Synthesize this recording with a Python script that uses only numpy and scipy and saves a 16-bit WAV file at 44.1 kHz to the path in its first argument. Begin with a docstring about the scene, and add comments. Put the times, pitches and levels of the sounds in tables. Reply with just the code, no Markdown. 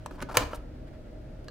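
"""At a table in a small room, a hand turns the knob of a little plastic capsule dispenser, close up.
The pawl clicks, gear teeth tick and scrape, and the box rocks with low thuds. One hard clack rings
the housing as a capsule is released; it rattles down, lands in the tray and later shifts with a tick.
Each hit is a noise crack plus the damped modes of a plastic part; scrapes and rattle are tiny clicks.
The room answers briefly over a low, steady rumble."""
import sys
import numpy as np
from scipy import signal
from scipy.fft import rfft, irfft
from scipy.io import wavfile

SR = 44100
rng = np.random.default_rng(int(sys.argv[2]) if len(sys.argv) > 2 else 0)


def unload_wav(signal):
    """Save mono or channel-first audio to the path in sys.argv[1] as 16-bit WAV at rate SR, clipped to [-1, 1]."""
    wavfile.write(
        sys.argv[1],
        SR,
        np.round(np.clip(np.atleast_2d(signal).T, -1, 1) * 32767).astype(np.int16),
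    )


N = 66150
T = np.arange(N) / SR
HZ = np.maximum(np.fft.rfftfreq(N, 1 / SR), 1)
CONTACT_SIDE_DB, DIFFUSE_SIDE_DB = -6.5, -3.5  # stereo width: side against mid


def amp(db):
    """Decibels to gain."""
    return 10 ** (np.asarray(db) / 20)


def unit(x):
    """Scale to rms 1."""
    return x / np.sqrt(np.mean(x ** 2))


def fade(t, t60):
    """Exponential decay from t = 0, losing 60 dB every t60 seconds."""
    return np.exp(-np.log(1000) * np.maximum(t, 0) / t60)


def curve(points):
    """EQ curve: the gain at every frequency from (Hz, dB) points."""
    hz, db = np.array(points, float).T
    return amp(np.interp(np.log(HZ), np.log(hz), db))


def colour(x, points):
    """Minimum-phase EQ through (Hz, dB) points, so nothing rings ahead of an attack."""
    cepstrum = irfft(np.log(curve(points)), N)
    cepstrum[1:N // 2] *= 2
    cepstrum[N // 2 + 1:] = 0
    impulse = irfft(np.exp(rfft(cepstrum)), N)[None, :N // 16]
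    return signal.fftconvolve(x, impulse, axes=-1)[:, :N]


def noise(gain, width):
    """Stereo noise of rms 1, with a gain and a width per frequency."""
    mid, side = rfft(rng.standard_normal((2, N))) * gain
    return unit(irfft(np.array([mid + width * side, mid - width * side]), N))


def grains(per_s=2500, spread_db=2):
    """Dense tiny clicks of uneven size."""
    clicks = (rng.random(N) < per_s / SR) * rng.choice([-1, 1], N)
    return (clicks * amp(spread_db * rng.standard_normal(N)))[None]


def die_away(x, t60_s, at_hz, damping, hold_s=0):
    """Fade each octave at its own rate, the treble soonest; t60_s holds at at_hz."""
    out = 0
    for hz in 1000 * 2. ** np.arange(-4, 5):
        band = np.maximum(1 - abs(np.log2(HZ / hz)), 0)
        out = out + irfft(rfft(x) * band, N) * fade(T - hold_s, t60_s * (at_hz / hz) ** damping)
    return out


def at(x, start):
    """Delay a sound to its cue."""
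    return np.pad(x, ((0, 0), (max(int(start * SR), 0), 0)))[:, :N]


def gate(start, length, edge_s=.004):
    """Envelope with a short ramp in, a hold and an exponential release."""
    attack = np.clip((T - start) / edge_s + .5, 0, 1)
    return attack * np.exp(-np.maximum(T - start - length, 0) / edge_s)


def ring(modes, attack_s=.0005):
    """Damped modes of a struck plastic part; a positive pan leans left."""
    out = sum(amp([[db + pan / 2], [db - pan / 2]]) * np.sin(2 * np.pi * hz * T) * fade(T, t60)
              for hz, db, t60, pan in modes)
    return out * (1 - np.exp(-T / attack_s))


def crack():
    """Hard plastic contact: a bright noise burst stands for dense, quickly damped high modes."""
    # spectrum of the contact: freq_hz, gain_db
    spectrum = [(200, -26.5), (900, -15.5), (1800, -6.5), (2600, 1.5), (4300, -5.5), (6500, -2),
                (8400, -11), (9800, -3.5), (11200, -10.5), (13800, -6.5), (16000, -11.5)]
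    burst = noise(curve(spectrum), amp(CONTACT_SIDE_DB))
    return amp(-16.5) * die_away(burst, t60_s=.026, at_hz=4900, damping=.29, hold_s=.0012)


def strikes(modes, blows, crack_db):
    """Each blow cracks and rings one plastic part, with its own level and brightness."""
    # bass, mid, presence and treble points of the EQ: freq_hz
    bands = (300, 1000, 2800, 12000)
    body, out = ring(modes), 0
    for start, db, bass, presence, treble in blows:
        tone = list(zip(bands, (bass, 0, presence, treble)))
        hit = colour(body + amp(crack_db) * crack(), tone)
        out = out + amp(db) * at(hit, start)
    return out


def background():
    """Room tone: low rumble with a few droning resonances and faint hiss."""
    # spectrum of rumble and hiss: freq_hz, gain_db
    spectrum = [(10, -27.5), (22, -3.5), (42, 1.5), (90, -7.5), (125, -8), (200, -15), (310, -13),
                (420, -20.5), (520, -19.5), (660, -24.5), (800, -29), (1070, -38), (1400, -34), (3000, -44),
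                (7000, -55.5), (16000, -64)]
    # stereo width of the room tone: freq_hz, side_db
    spread = [(60, -16.5), (110, -18), (200, -12.5), (380, -11.5), (700, 0), (1290, -2), (2380, -6.5),
              (4400, 3), (8120, -1.5), (15000, 1.5)]
    # low resonances: pitch_hz, bandwidth_hz, level_db
    resonances = [(128.5, 12, -56.5), (239.4, 30, -59.5), (297, 18, -61.5), (589.5, 48, -61),
                  (629.4, 21, -59.5)]
    width = curve(spread)
    drones = sum(amp(db) * noise(1 / (1 + ((HZ - hz) / bandwidth * 2) ** 2), width)
                 for hz, bandwidth, db in resonances)
    return amp(-43) * noise(curve(spectrum), width) + drones


def room(x):
    """Quick reflections from table and box, then the tail of a small room."""
    # colour of the reverb: freq_hz, gain_db
    spectrum = [(100, -2), (300, 0.5), (600, -3), (1200, -4.5), (2500, -3.5), (5000, -3.5), (9000, -11.5),
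                (15000, -11)]
    tone, width = curve(spectrum), amp(DIFFUSE_SIDE_DB)
    tail = die_away(noise(tone, width), t60_s=.44, at_hz=1000, damping=.2)
    early = noise(tone, width) * fade(T, t60=.05825)
    reflections = amp(-15) * unit(tail) + amp(-19.5) * unit(early)
    response = at(reflections, start=.006) / np.sqrt(N)
    return signal.fftconvolve(x, response, axes=-1)[:, :N]


def rocking():
    """The box rocks on the table; each thud is one low, damped sine."""
    # thuds on the table: start_s, pitch_hz, level_db, t60_s
    thuds = [(0.214, 165, -36, 0.083), (0.371, 110, -26, 0.19), (0.41, 290.6, -32, 0.13),
             (0.43, 69.2, -28, 0.2), (0.577, 47.4, -33, 0.21)]
    return sum(at(amp(db) * (np.sin(2 * np.pi * hz * T) * fade(T, t60))[None], start)
               for start, hz, db, t60 in thuds)


def fingers():
    """Skin skids briefly off the knob; the holding hand brushes the box."""
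    # bright friction on the knob: freq_hz, gain_db
    skid_tone = [(1000, -16), (4000, -2), (6500, -5.5), (8000, -5.5), (10500, -1), (12500, -12),
                 (14000, -1), (16000, -15)]
    # fingertips on the box: start_s, length_s, level_db
    touches = [(0, .05, -65), (0.569, 0.0094, -56), (0.741, 0.026, -68), (.868, 0.019, -60.5),
               (0.929, .03, -64), (1.052, .02, -66)]
    # soft friction on the box: freq_hz, gain_db
    touch_tone = [(300, -12), (900, 0), (1500, 5.5), (3200, -5.5), (6000, -17.5), (15000, -22)]
    skid = amp(-50.5) * gate(start=.544, length=.017) * unit(colour(grains(), skid_tone))
    pressure = sum(amp(db) * gate(start, length) for start, length, db in touches)
    return skid + pressure * noise(curve(touch_tone), amp(DIFFUSE_SIDE_DB))


def scrapes(squeak_db=4, squeak_width_oct=.12, pan_db=2):
    """Ridged plastic sticks and slips; each stroke favours one resonance."""
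    # teeth rubbing: start_s, length_s, level_db, treble_db, resonance_hz
    strokes = [(0.113, 0.053, -56, 0.5, 800), (0.182, 0.042, -48, -10, 1000),
               (0.289, 0.015, -40, -8.5, 1330), (0.318, 0.014, -44.5, -0.5, 1050),
               (0.343, 0.034, -34, -2.5, 1150), (0.404, 0.028, -35.5, -3, 1000),
               (0.51, 0.041, -47.5, -2.5, 1250)]
    # spectrum of the friction: freq_hz, gain_db
    spectrum = [(150, -10.5), (550, -3), (1000, -1), (1450, -4), (2100, -15), (4500, -18), (8000, -24),
                (15000, -29)]
    ratio, out = 2 ** squeak_width_oct, 0
    for start, length, db, treble, hz in strokes:
        squeak = [(hz / ratio, 0), (hz, squeak_db), (hz * ratio, 0), (6000, treble)]
        friction = colour(grains(), spectrum)
        out = out + amp(db) * unit(colour(friction, squeak)) * gate(start, length)
    return out * amp([[pan_db / 2], [-pan_db / 2]])


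def pawl():
    """The pawl snaps in with one dry click as the turn begins."""
    # modes of the pawl: pitch_hz, level_db, t60_s, pan_db
    modes = [(590, -22.5, 0.053, -3.5), (949, -5, 0.0076, 2.5), (1170, -15, 0.01, -1.5),
             (1720, -14, .014, 0), (3850, -11, 0.0053, -11.5), (8100, -5.5, 0.0042, 3)]
    # the click: start_s, level_db, bass_db, presence_db, treble_db
    clicks = [(0.0607, -11, -4.5, -12.5, -12.5)]
    return strikes(modes, clicks, crack_db=-2.5)


def gears():
    """Teeth catch unevenly, each one ringing the gear wheels."""
    # modes of the wheels: pitch_hz, level_db, t60_s, pan_db
    modes = [(274, -28.5, 0.14, 3), (378, -23.5, .05, -3.5), (540, -19.5, 0.031, -2), (947, -18, .02, 3),
             (1270, -17, 0.031, -1), (1504, -15.5, .03, -1.5), (1641, -19, .025, -4.5),
             (2466, -16, .016, 0), (4130, -20.5, .01, -0.5), (9350, -17, 0.011, -2)]
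    # teeth catching: start_s, level_db, bass_db, presence_db, treble_db
    catches = [(0.1095, -21.5, 9.5, -13.5, -20.5), (0.1928, -29.5, -2.5, -18, -23),
               (0.2038, -26.5, -8, 2.5, -15.5), (0.2155, -19.5, -2.5, -9, -12),
               (0.2223, -18, -3.5, -5.5, -5.5), (0.2256, -13, 6.5, -6.5, -12),
               (0.3119, -15.5, 3, -13.5, -23.5), (0.3193, -30.5, -7, -11.5, -17),
               (0.3445, -24, -3, -15, -17.5), (0.3523, -17.5, -14.5, -3, -11)]
    return strikes(modes, catches, crack_db=-1.5)


def capsule_ticks():
    """The capsule shifts in the tray and its shell ticks lightly."""
    # modes of the shell: pitch_hz, level_db, t60_s, pan_db
    modes = [(524, 4.5, .02, 0.5), (1226, 2, 0.019, -7), (1650, 3, 0.027, -1), (2850, -2, 0.019, -4),
             (4140, 1.5, 0.02, 2.5), (4570, 3, 0.014, -6.5), (5800, -7, 0.016, 6.5),
             (7820, -7.5, 0.0089, -8)]
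    # light contacts: start_s, ring_db, crack_db
    ticks = [(1.4437, -66, -44.5), (1.4830, -40.5, -37)]
    shell = ring(modes)
    return sum(at(amp(db) * shell + amp(crack_db) * crack(), start) for start, db, crack_db in ticks)


def chute_rattle():
    """The capsule chatters down the chute in a fading spray of tiny impacts."""
    # spectrum of the chatter: freq_hz, gain_db
    spectrum = [(150, -12.5), (500, 3), (1400, 4), (2000, -10), (3000, -7), (4800, -13.5), (7500, -17.5),
                (8600, -17), (10000, -22.5), (15500, -26)]
    chatter = grains() + amp(CONTACT_SIDE_DB) * grains() * np.array([[1], [-1]])
    return at(amp(-30.5) * unit(colour(chatter, spectrum)) * fade(T, t60=.27), start=.381)


def tray_landing():
    """The capsule drops into the tray and rings it with a dull knock."""
    # modes of the tray: pitch_hz, level_db, t60_s, pan_db
    modes = [(392.6, -38, 0.033, -6), (540, -16, 0.024, -4), (608, -17.5, 0.036, 2), (938, -23.5, 0.099, 4),
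             (1280, -17.5, 0.029, 0), (1337, -14, 0.046, -2), (1605, -21, 0.048, 0),
             (3010, -18.5, 0.031, -2)]
    # the landing: start_s, level_db, bass_db, presence_db, treble_db
    landings = [(.5322, -13.5, 2.5, -10, -20)]
    return strikes(modes, landings, crack_db=-6.5)


def release_clack():
    """One hard, bright blow rings the whole housing as the capsule is released."""
    # modes of the housing: pitch_hz, level_db, t60_s, pan_db
    modes = [(300, -31, .05, 0), (503, -14, .045, 0), (586, -21, .06, 0), (710, -20, .05, 0),
             (972, -22, .06, 0), (1028, -14, .042, 0), (1329, -16, .042, 0), (1760, -15.5, .03, -1),
             (2290, -16, .026, -3), (2368, -23, .04, 0), (2770, -19, .024, 0), (3040, -14.5, .028, -2),
             (4650, -20, .014, -3), (5750, -22, .008, 0), (6450, -19, .007, 4), (7580, -20, .01, 5),
             (10100, -24, .01, 4)]
    # the blow: start_s, level_db, bass_db, presence_db, treble_db
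    knocks = [(0.3705, -1.5, 1, 2, 3.5)]
    return strikes(modes, knocks, crack_db=2)


def scene(left_lag_s=.00002):
    """The dispenser stands slightly to the right in a quiet room, so the left ear hears it later."""
    turning = pawl() + gears() + scrapes() + fingers()
    dropping = release_clack() + chute_rattle() + tray_landing() + capsule_ticks()
    box = turning + dropping
    lag = np.exp(-2j * np.pi * np.fft.rfftfreq(2 * N, 1 / SR) * left_lag_s)
    left = irfft(rfft(box[0], 2 * N) * lag)[:N]
    return np.array([left, box[1]]) + room(box) + rocking() + background()


def record(dry, top_hz=15900):
    """A steep low-pass trims the very top of the mix."""
    return signal.sosfilt(signal.ellip(8, .2, 70, top_hz, fs=SR, output="sos"), dry)


dry = scene()
out = record(dry)
unload_wav(out)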